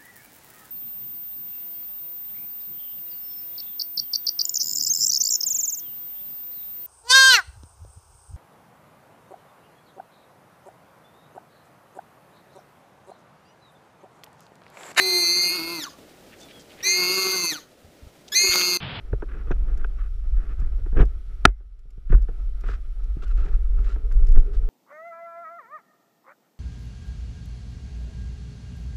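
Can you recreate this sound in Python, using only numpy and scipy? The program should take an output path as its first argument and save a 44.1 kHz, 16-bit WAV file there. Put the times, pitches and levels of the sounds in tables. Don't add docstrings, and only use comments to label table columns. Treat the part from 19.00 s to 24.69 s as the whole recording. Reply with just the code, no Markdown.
import sys
import numpy as np
from scipy import signal
from scipy.fft import rfft, irfft, next_fast_len
from scipy.io import wavfile
from scipy.ndimage import uniform_filter1d, minimum_filter1d, map_coordinates

SR = 44100
rng = np.random.default_rng(int(sys.argv[2]) if len(sys.argv) > 2 else 0)


def pcm_store(signal):
    levels = np.round(np.clip(np.atleast_2d(signal), -1, 1) * 32767)
    wavfile.write(sys.argv[1], SR, levels.astype(np.int16).T)


N = 250929
TIME = np.arange(N) / SR
AGE = np.arange(SR // 3) / SR

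# t/s, sway/dB, relative puff/dB
JOLTS = [(0.126, -13, -37), (1.35, -37, -17), (1.997, -4, -12.5), (2.47, -3, -26), (3.139, 1.5, -10.5),
         (5.188, -25, -9), (5.352, -15, -5)]
# t/s, level/dB
RUMBLE_LEVEL = [(0, -56), (.4, -52.5), (.78, -53.5), (1.12, -62.5), (1.5, -55), (1.8, -57), (2.35, -62.5),
                (2.95, -62), (3.28, -58), (3.6, -59.5), (4.15, -60.5), (4.47, -52), (4.65, -55),
                (5.69, -53)]
# f/Hz, width/Hz, gain/dB
HOLLOW_MODES = [(262, 150, -6.5), (387, 114.4, 1), (491.4, 142, -4.5), (737, 317, -15)]
# f/Hz, width/Hz, gain/dB
SHELL_MODES = [(1242, 330, 4), (1610, 376, 4), (2561, 150, -6.5), (2921, 670, -15.5), (3802, 1500, -26.5),
               (5800, 760, -23)]
# f/Hz, gain/dB
CLOTH_SPECTRUM = [(900, -40), (2000, -3), (3200, 0.5), (4300, -3), (5600, -4), (6500, -7), (7700, -5.5),
                  (9000, -6), (12500, -4), (15500, -19)]
# f/Hz, gain/dB
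THUD_SPECTRUM = [(30, -22), (70, -3), (120, 4), (220, -10.5), (330, -15), (900, -61.5), (3000, -110)]
# f/Hz, gain/dB
PADDING = [(1800, -1.5), (2700, -3.5), (3500, -5.5), (6000, -11), (14000, -27.5)]


def amp(db):
    return 10 ** (np.asarray(db) / 20)


def unit(x):
    return x / np.sqrt(np.mean(x ** 2) + 1e-20)


def crest(x):
    return x / np.sqrt(uniform_filter1d(x ** 2, size=220).max() + 1e-20)


def curve(points):
    return np.interp(TIME, *np.transpose(points))


def wobble(rate):
    return map_coordinates(rng.standard_normal(int(N * rate / SR) + 4), [TIME * rate])


def decay(t60):
    return np.exp(-np.log(1000) * AGE / t60)


def pulse(peak_s):
    return AGE / peak_s * np.exp(1 - AGE / peak_s)


def swell(t, width_s):
    return np.exp(-.5 * ((TIME - t) / width_s) ** 2)


def stroke(t, width_s, bite=.12, release=0.3):
    u = (TIME - t) / width_s
    return (1 + np.tanh((u + 1.5) / (2 * bite))) * (1 - np.tanh((u - 1.5) / (2 * release))) / 4


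def add(track, t, sound):
    part = track[round(t * SR):][:len(sound)]
    part += sound[:len(part)]


def colour(x, points):
    size = 2 * next_fast_len(len(x) // 2 + 8192)
    hz, db = np.transpose(points)
    log_f = np.log(np.fft.rfftfreq(size, 1 / SR) + 1)
    cepstrum = irfft(np.log(amp(np.interp(log_f, np.log(hz), db))))
    cepstrum[1:size // 2] *= 2
    cepstrum[size // 2 + 1:] = 0
    return irfft(rfft(x, size) * np.exp(rfft(cepstrum)))[:len(x)]


def resonate(x, modes):
    size = 2 * next_fast_len(len(x) // 2 + 8192)
    f = np.fft.rfftfreq(size, 1 / SR)
    response = sum((-1) ** k * amp(db) * 1j * f * width / (hz * hz - f * f + 1j * f * width)
                   for k, (hz, width, db) in enumerate(modes))
    return irfft(rfft(x, size) * response)[:len(x)]


def narrow_noise(hz, width_hz):
    mode = [(hz, width_hz, 0)]
    return unit(resonate(resonate(rng.standard_normal(N), mode), mode))


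def grit(spread_db, rate):
    slip = (np.arange(N) * rate / SR).astype(int)
    return unit(rng.standard_normal(N) * amp(spread_db * rng.standard_normal(N)[slip]))


def contact(t60, chatter):
    force = rng.standard_normal(len(AGE)) * decay(t60)
    force *= chatter / np.linalg.norm(force)
    force[0] += 1
    return force


def buffeting(spectrum):
    eddies = unit(colour(rng.standard_normal(N), spectrum))
    power = uniform_filter1d(np.abs(signal.hilbert(eddies)) ** 2, size=3000) / 2
    return eddies / (np.sqrt(np.abs(power)) + 0.15)


def hiss(level_db=-70.5):
    return amp(level_db) * unit(colour(grit(spread_db=3, rate=5600), CLOTH_SPECTRUM))


def whine(level_db=-85, flutter_db=3):
    return amp(level_db + flutter_db * wobble(40)) * narrow_noise(hz=5580, width_hz=160)


def drone(offset_db=-10.5, launch_s=4.21, rise_db_per_s=9, waver_db=2, wander_hz=16):
    level = curve(RUMBLE_LEVEL) + offset_db + rise_db_per_s * np.maximum(TIME - launch_s, 0)
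    drift = np.exp(2j * np.pi * np.cumsum(wander_hz * wobble(9)) / SR)
    envelope = amp(level + waver_db * wobble(15))
    return envelope * np.real(signal.hilbert(narrow_noise(hz=410, width_hz=63)) * drift)


def wind(shake_db=-2, heave_db=-1, puff_shake_db=-7, puff_heave_db=2):
    # t/s, relative level/dB
    air_level = [(0, -34.5), (.38, -32), (.52, -18), (.84, -21.5), (.98, -27.5), (1.25, -26), (1.55, -20),
                 (1.88, -22.5), (2.22, -32), (2.76, -32), (3.02, -30), (3.28, -24.5), (3.9, -29.5),
                 (4.67, -17), (5, -25.5), (5.22, -25), (5.69, -19.5)]
    # f/Hz, gain/dB
    shake_spectrum = [(22, -27.5), (34, -4.5), (45, -0.5), (53, -6.5), (62, -14.5), (85, -20.5), (130, -33),
                      (200, -51.5), (400, -64), (1000, -120)]
    # f/Hz, gain/dB
    heave_spectrum = [(6, -27), (16, -4), (27, 2), (33, -4.5), (42, -29), (70, -59.5), (200, -110)]
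    # f/Hz, gain/dB
    gust_band = [(50, 0.5), (65, -5), (90, -7.5), (140, -27), (300, -54)]
    air = amp(curve(air_level))
    puffs = sum(amp(db) * swell(t, width_s=0.033) for t, _, db in JOLTS)
    shake = (air + amp(puff_shake_db) * puffs) * amp(shake_db + 3 * wobble(18))
    shake *= buffeting(shake_spectrum)
    heave = (air + amp(puff_heave_db) * puffs) * amp(heave_db + 2 * wobble(35))
    heave *= buffeting(heave_spectrum)
    return colour(shake + heave, gust_band)


def sway(hz=45, t60=0.28, rise_s=0.0026):
    out = np.zeros(N)
    swing = np.sin(2 * np.pi * hz * AGE) * decay(t60) * (1 - np.exp(-AGE / rise_s))
    for t, db, _ in JOLTS:
        add(out, t, amp(db) * swing)
    return out


def runners(scrape_db=-9, scrape_growth=.36):
    # f/Hz, gain/dB
    rumble_spectrum = [(40, -23.5), (110, 7.5), (220, -1.5), (310, -1.5), (395, -3.5), (500, -8.5),
                       (700, -9.5), (1000, -18), (2000, -29), (6000, -69)]
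    # f/Hz, gain/dB
    scrape_spectrum = [(300, -32.5), (1050, -16), (1280, 4.5), (1650, -8), (2000, -8.5), (2400, -10.5),
                       (3100, -20), (4200, -24), (6000, -30.5), (15000, -57)]
    level = curve(RUMBLE_LEVEL)
    scrape_level = level.mean() + scrape_growth * (level - level.mean()) + scrape_db
    bumps = wobble(35)
    rumble = unit(colour(grit(spread_db=1.5, rate=190), rumble_spectrum))
    scrape = unit(colour(grit(spread_db=1.5, rate=1600), scrape_spectrum))
    return rumble * amp(level + 2 * bumps) + scrape * amp(scrape_level + 1.6 * bumps)


def ticks(gain_db=-12, peak_s=0.0025):
    # t/s, relative level/dB
    clicks = [(0.7734, -44), (1.5974, -46.5), (2.008, -46), (2.024, -45), (2.0517, -47.5), (2.79, -47),
              (2.9041, -44), (3.2214, -45), (3.6078, -46), (4.0393, -49.5), (4.2782, -49), (5.121, -42),
              (5.268, -42.5), (5.2836, -42.5), (5.3183, -42.5), (5.379, -43), (5.3986, -42.5)]
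    # f/Hz, gain/dB
    tick_spectrum = [(600, -28.5), (2000, 3), (3800, -8), (5300, 2.5), (6400, -2), (7500, 2.5),
                     (9000, -13.5), (12200, 0.5), (15500, -22.5)]
    out = np.zeros(N)
    for t, db in clicks:
        burst = pulse(peak_s) * rng.standard_normal(len(AGE))
        add(out, t, amp(db + gain_db) * crest(colour(burst, tick_spectrum)))
    return out


def squeaks(sag_hz_per_s=2400, jitter_hz=65, flutter_db=3, overtone_db_per_octave=-13):
    # middle t/s, width/s, level/dB, f/Hz
    catches = [(4.231, 0.009, -50, 1310), (4.268, 0.009, -55, 1430), (4.317, 0.008, -51.5, 1295),
               (4.395, 0.012, -49, 1330), (4.432, 0.011, -54, 1320), (4.544, 0.012, -57.5, 1370),
               (4.789, 0.012, -57.5, 1280), (4.884, 0.012, -53, 1310), (4.914, 0.01, -52.5, 1350)]
    out = np.zeros(N)
    jitter = jitter_hz * wobble(500)
    flutter = unit(amp(flutter_db * wobble(220)))
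    for t, width_s, db, hz in catches:
        near = np.abs(TIME - t) < 5 * width_s
        pitch = hz - sag_hz_per_s * (TIME[near] - t) + jitter[near]
        phase = 2 * np.pi * np.cumsum(pitch) / SR
        squeak = sum(amp(overtone_db_per_octave * np.log2(k)) * np.sin(k * phase) for k in range(1, 4))
        out[near] += amp(db) * (swell(t, width_s) * flutter)[near] * unit(squeak)
    return out


def scuffs(stutter_db=2, push_db=3):
    # middle t/s, width/s, rasp/dB, hollow/dB, hiss/dB
    rubs = [(0.311, 0.017, -52.5, -61, -85), (0.383, 0.027, -54.5, -51.5, -85),
            (0.485, .009, -55, -49, -83), (0.707, 0.022, -57.5, -51.5, -82),
            (0.802, 0.021, -54.5, -52, -80), (1.003, 0.013, -55, -65, -80), (1.057, 0.015, -57.5, -65, -80),
            (1.423, 0.043, -59, -58, -77), (1.511, 0.014, -51.5, -55, -74), (1.63, 0.035, -60, -63, -77),
            (1.983, 0.013, -41.5, -34, -80), (2.0, .034, -60, -39, -88), (2.012, .013, -35, -31, -73),
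            (3.106, 0.0074, -45.5, -50, -64), (3.69, 0.034, -51.5, -55, -69),
            (3.714, 0.026, -51.5, -60.5, -59.5), (4.237, 0.0094, -60, -51.5, -57.5),
            (4.299, 0.019, -59, -68, -66), (4.393, 0.018, -55.5, -54, -63), (4.467, 0.021, -54, -47, -65),
            (4.54, 0.016, -56.5, -60, -68.5), (4.803, 0.02, -63.5, -56, -72),
            (4.892, 0.033, -54, -55.5, -60), (5.554, 0.016, -64, -56, -64)]
    rasp_tone = [(950, -6), (1250, -0.5), (1550, -5), (2000, 1.5), (2600, -0.5), (3500, -1.5),
                 (5400, -5), (6400, -15), (14000, -39.5)]
    out = np.zeros(N)
    stutter = unit(amp(stutter_db * wobble(130)))
    shell = resonate(grit(spread_db=3, rate=740), SHELL_MODES)
    rasp = stutter * unit(colour(shell, rasp_tone))
    cavity = resonate(grit(spread_db=3.5, rate=710), HOLLOW_MODES)
    hollow = unit(colour(cavity, [(1200, 0), (4000, -20)]))
    push = amp(push_db) * unit(colour(rng.standard_normal(N), THUD_SPECTRUM))
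    cloth = colour(grit(spread_db=2.5, rate=1800), CLOTH_SPECTRUM)
    weave = stutter * unit(colour(cloth, [(7500, 6.5), (10000, -7.5)]))
    for t, width_s, rasp_db, hollow_db, hiss_db in rubs:
        rub = amp(rasp_db) * rasp + amp(hollow_db) * (hollow + push) + amp(hiss_db) * weave
        out += stroke(t, width_s) * rub
    return out


def knocks(crack_gain_db=-7, low_gain_db=1, lag_s=0.0022):
    # t/s, crack/dB, hollow/dB, thud/dB, rattle t60/s, treble/dB
    contacts = [(0.13, -32, -26.5, -24.5, 0.037, -3), (0.222, -32, -31, -41, .05, -11),
                (0.5055, -34, -25.5, -28, 0.05, -12), (0.5138, -27.5, -38, -43, 0.055, 13),
                (0.845, -26, -41, -49, 0.017, -3), (1.62, -48, -64, -33.5, 0.23, -3),
                (1.861, -45.5, -39, -43, 0.036, -12), (1.926, -49, -45.5, -32.5, 0.052, -4),
                (2.001, -34, -29, -20.5, 0.085, -1), (2.4756, -32, -32.5, -31, 0.088, 14),
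                (2.603, -51, -48, -54, .1, 8), (2.852, -66, -57, -42, 0.17, 0),
                (2.975, -61, -48, -35, 0.087, 0), (3.1, -50, -52, -19, 0.085, 2),
                (3.1233, -24, -22, -25, 0.053, 1), (3.1472, -25.5, -36, -22.5, 0.025, -26),
                (3.18, -46, -47, -40, .16, 2), (3.2846, -43, -38.5, -38, 0.11, 2),
                (3.6367, -45, -45, -45, 0.03, 7), (3.687, -30.5, -39, -44, 0.023, 5),
                (4.166, -60, -62, -32, 0.085, -8), (4.224, -46, -56, -51, .07, 16),
                (4.787, -52, -47, -39.5, .06, 0), (4.96, -41.5, -44, -48, 0.04, 6),
                (5.1139, -42.5, -54, -60.5, .045, 1), (5.359, -37, -47, -35.5, 0.068, -3),
                (5.3727, -38, -31.5, -27, 0.057, 0)]
    out = np.zeros(N)
    for t, crack_db, hollow_db, thud_db, t60, treble_db in contacts:
        shell = colour(resonate(contact(t60, chatter=1.3), SHELL_MODES), PADDING)
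        shell = colour(shell, [(1600, 0), (3000, treble_db / 2), (4800, treble_db),
                               (6500, treble_db), (9000, -8)])
        hollow = resonate(contact(t60, chatter=1.0), HOLLOW_MODES)
        hollow = colour(hollow, [(450, -2.5), (700, -2.5 + .45 * treble_db), (1100, -3.5), (3000, -35)])
        thud = colour(contact(t60, chatter=0.4), THUD_SPECTRUM)
        add(out, t, amp(crack_db + crack_gain_db) * crest(shell))
        add(out, t + lag_s, amp(hollow_db + low_gain_db) * crest(hollow))
        add(out, t + lag_s, amp(thud_db + low_gain_db) * crest(thud))
    return out


def clap(t=2.4518, ring_hz=1335, ring_db=10, slap_db=-4, body_lag_s=.002, echo_db=-41):
    # f/Hz, level/dB, t60/s
    body_modes = [(126, -16, .045), (194.1, 2.5, 0.018), (266, 3, 0.024), (379, 5, 0.021),
                  (725.4, 8, 0.014), (960, 1, 0.0098), (1346, -3, .021), (1688, -5, .021),
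                  (2040, -9, 0.017), (2466, -13, .018), (3119, -8, 0.012), (4910, 0, 0.0085),
                  (5670, -3, .009), (7300, -20, .011), (2080, -50, 0.33)]
    out = np.zeros(N)
    squeeze = pulse(peak_s=0.00235) ** 4
    ring = amp(ring_db) * squeeze * np.sin(2 * np.pi * ring_hz * AGE)
    slap = amp(slap_db) * crest(resonate(squeeze * rng.standard_normal(len(AGE)), SHELL_MODES))
    body = sum(amp(db) * np.sin(2 * np.pi * hz * AGE) * decay(t60) for hz, db, t60 in body_modes)
    reflections = resonate(contact(t60=0.14, chatter=8), SHELL_MODES)
    echo = amp(echo_db) * crest(colour(reflections, PADDING))
    add(out, t, ring + slap + echo)
    add(out, t + body_lag_s, body)
    return out


def scene():
    background = wind() + drone() + runners() + hiss() + whine()
    return (background + sway() + knocks() + scuffs() + squeaks() + ticks() + clap())[None]


def gain_control(x, threshold_db=1.1, cut_per_db=1.204, attack_s=.03, hold_s=0.32, recover_db_per_s=20.5):
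    level_db = 10 * np.log10(np.abs(uniform_filter1d(x ** 2, size=130)) + 1e-12)
    wanted_cut = cut_per_db * np.maximum(level_db - threshold_db, 0)
    half_hold = int(hold_s * SR / 2)
    held_cut = -minimum_filter1d(-wanted_cut, 2 * half_hold + 1, origin=half_hold, mode="constant")
    recovery = recover_db_per_s * TIME
    cut_db = np.maximum.accumulate(held_cut + recovery) - recovery
    step = 1 / (attack_s * SR)
    return x * amp(-signal.lfilter([step], [1, step - 1], cut_db))


def record(dry, gain_db=0.47, ceiling=.97, top_hz=15900):
    # f/Hz, gain/dB
    mic_response = [(4000, 0.5), (6000, -1), (8500, -4), (10500, -4), (13000, -7.5), (15000, -14)]
    driven = amp(gain_db) * gain_control(dry[0])
    clipped = driven / (1 + np.abs(driven / ceiling) ** 6) ** (1 / 6)
    band_limit = signal.butter(20, top_hz, fs=SR, output="sos")
    return signal.sosfiltfilt(band_limit, colour(clipped, mic_response))[None]


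dry = scene()
out = record(dry)
pcm_store(out)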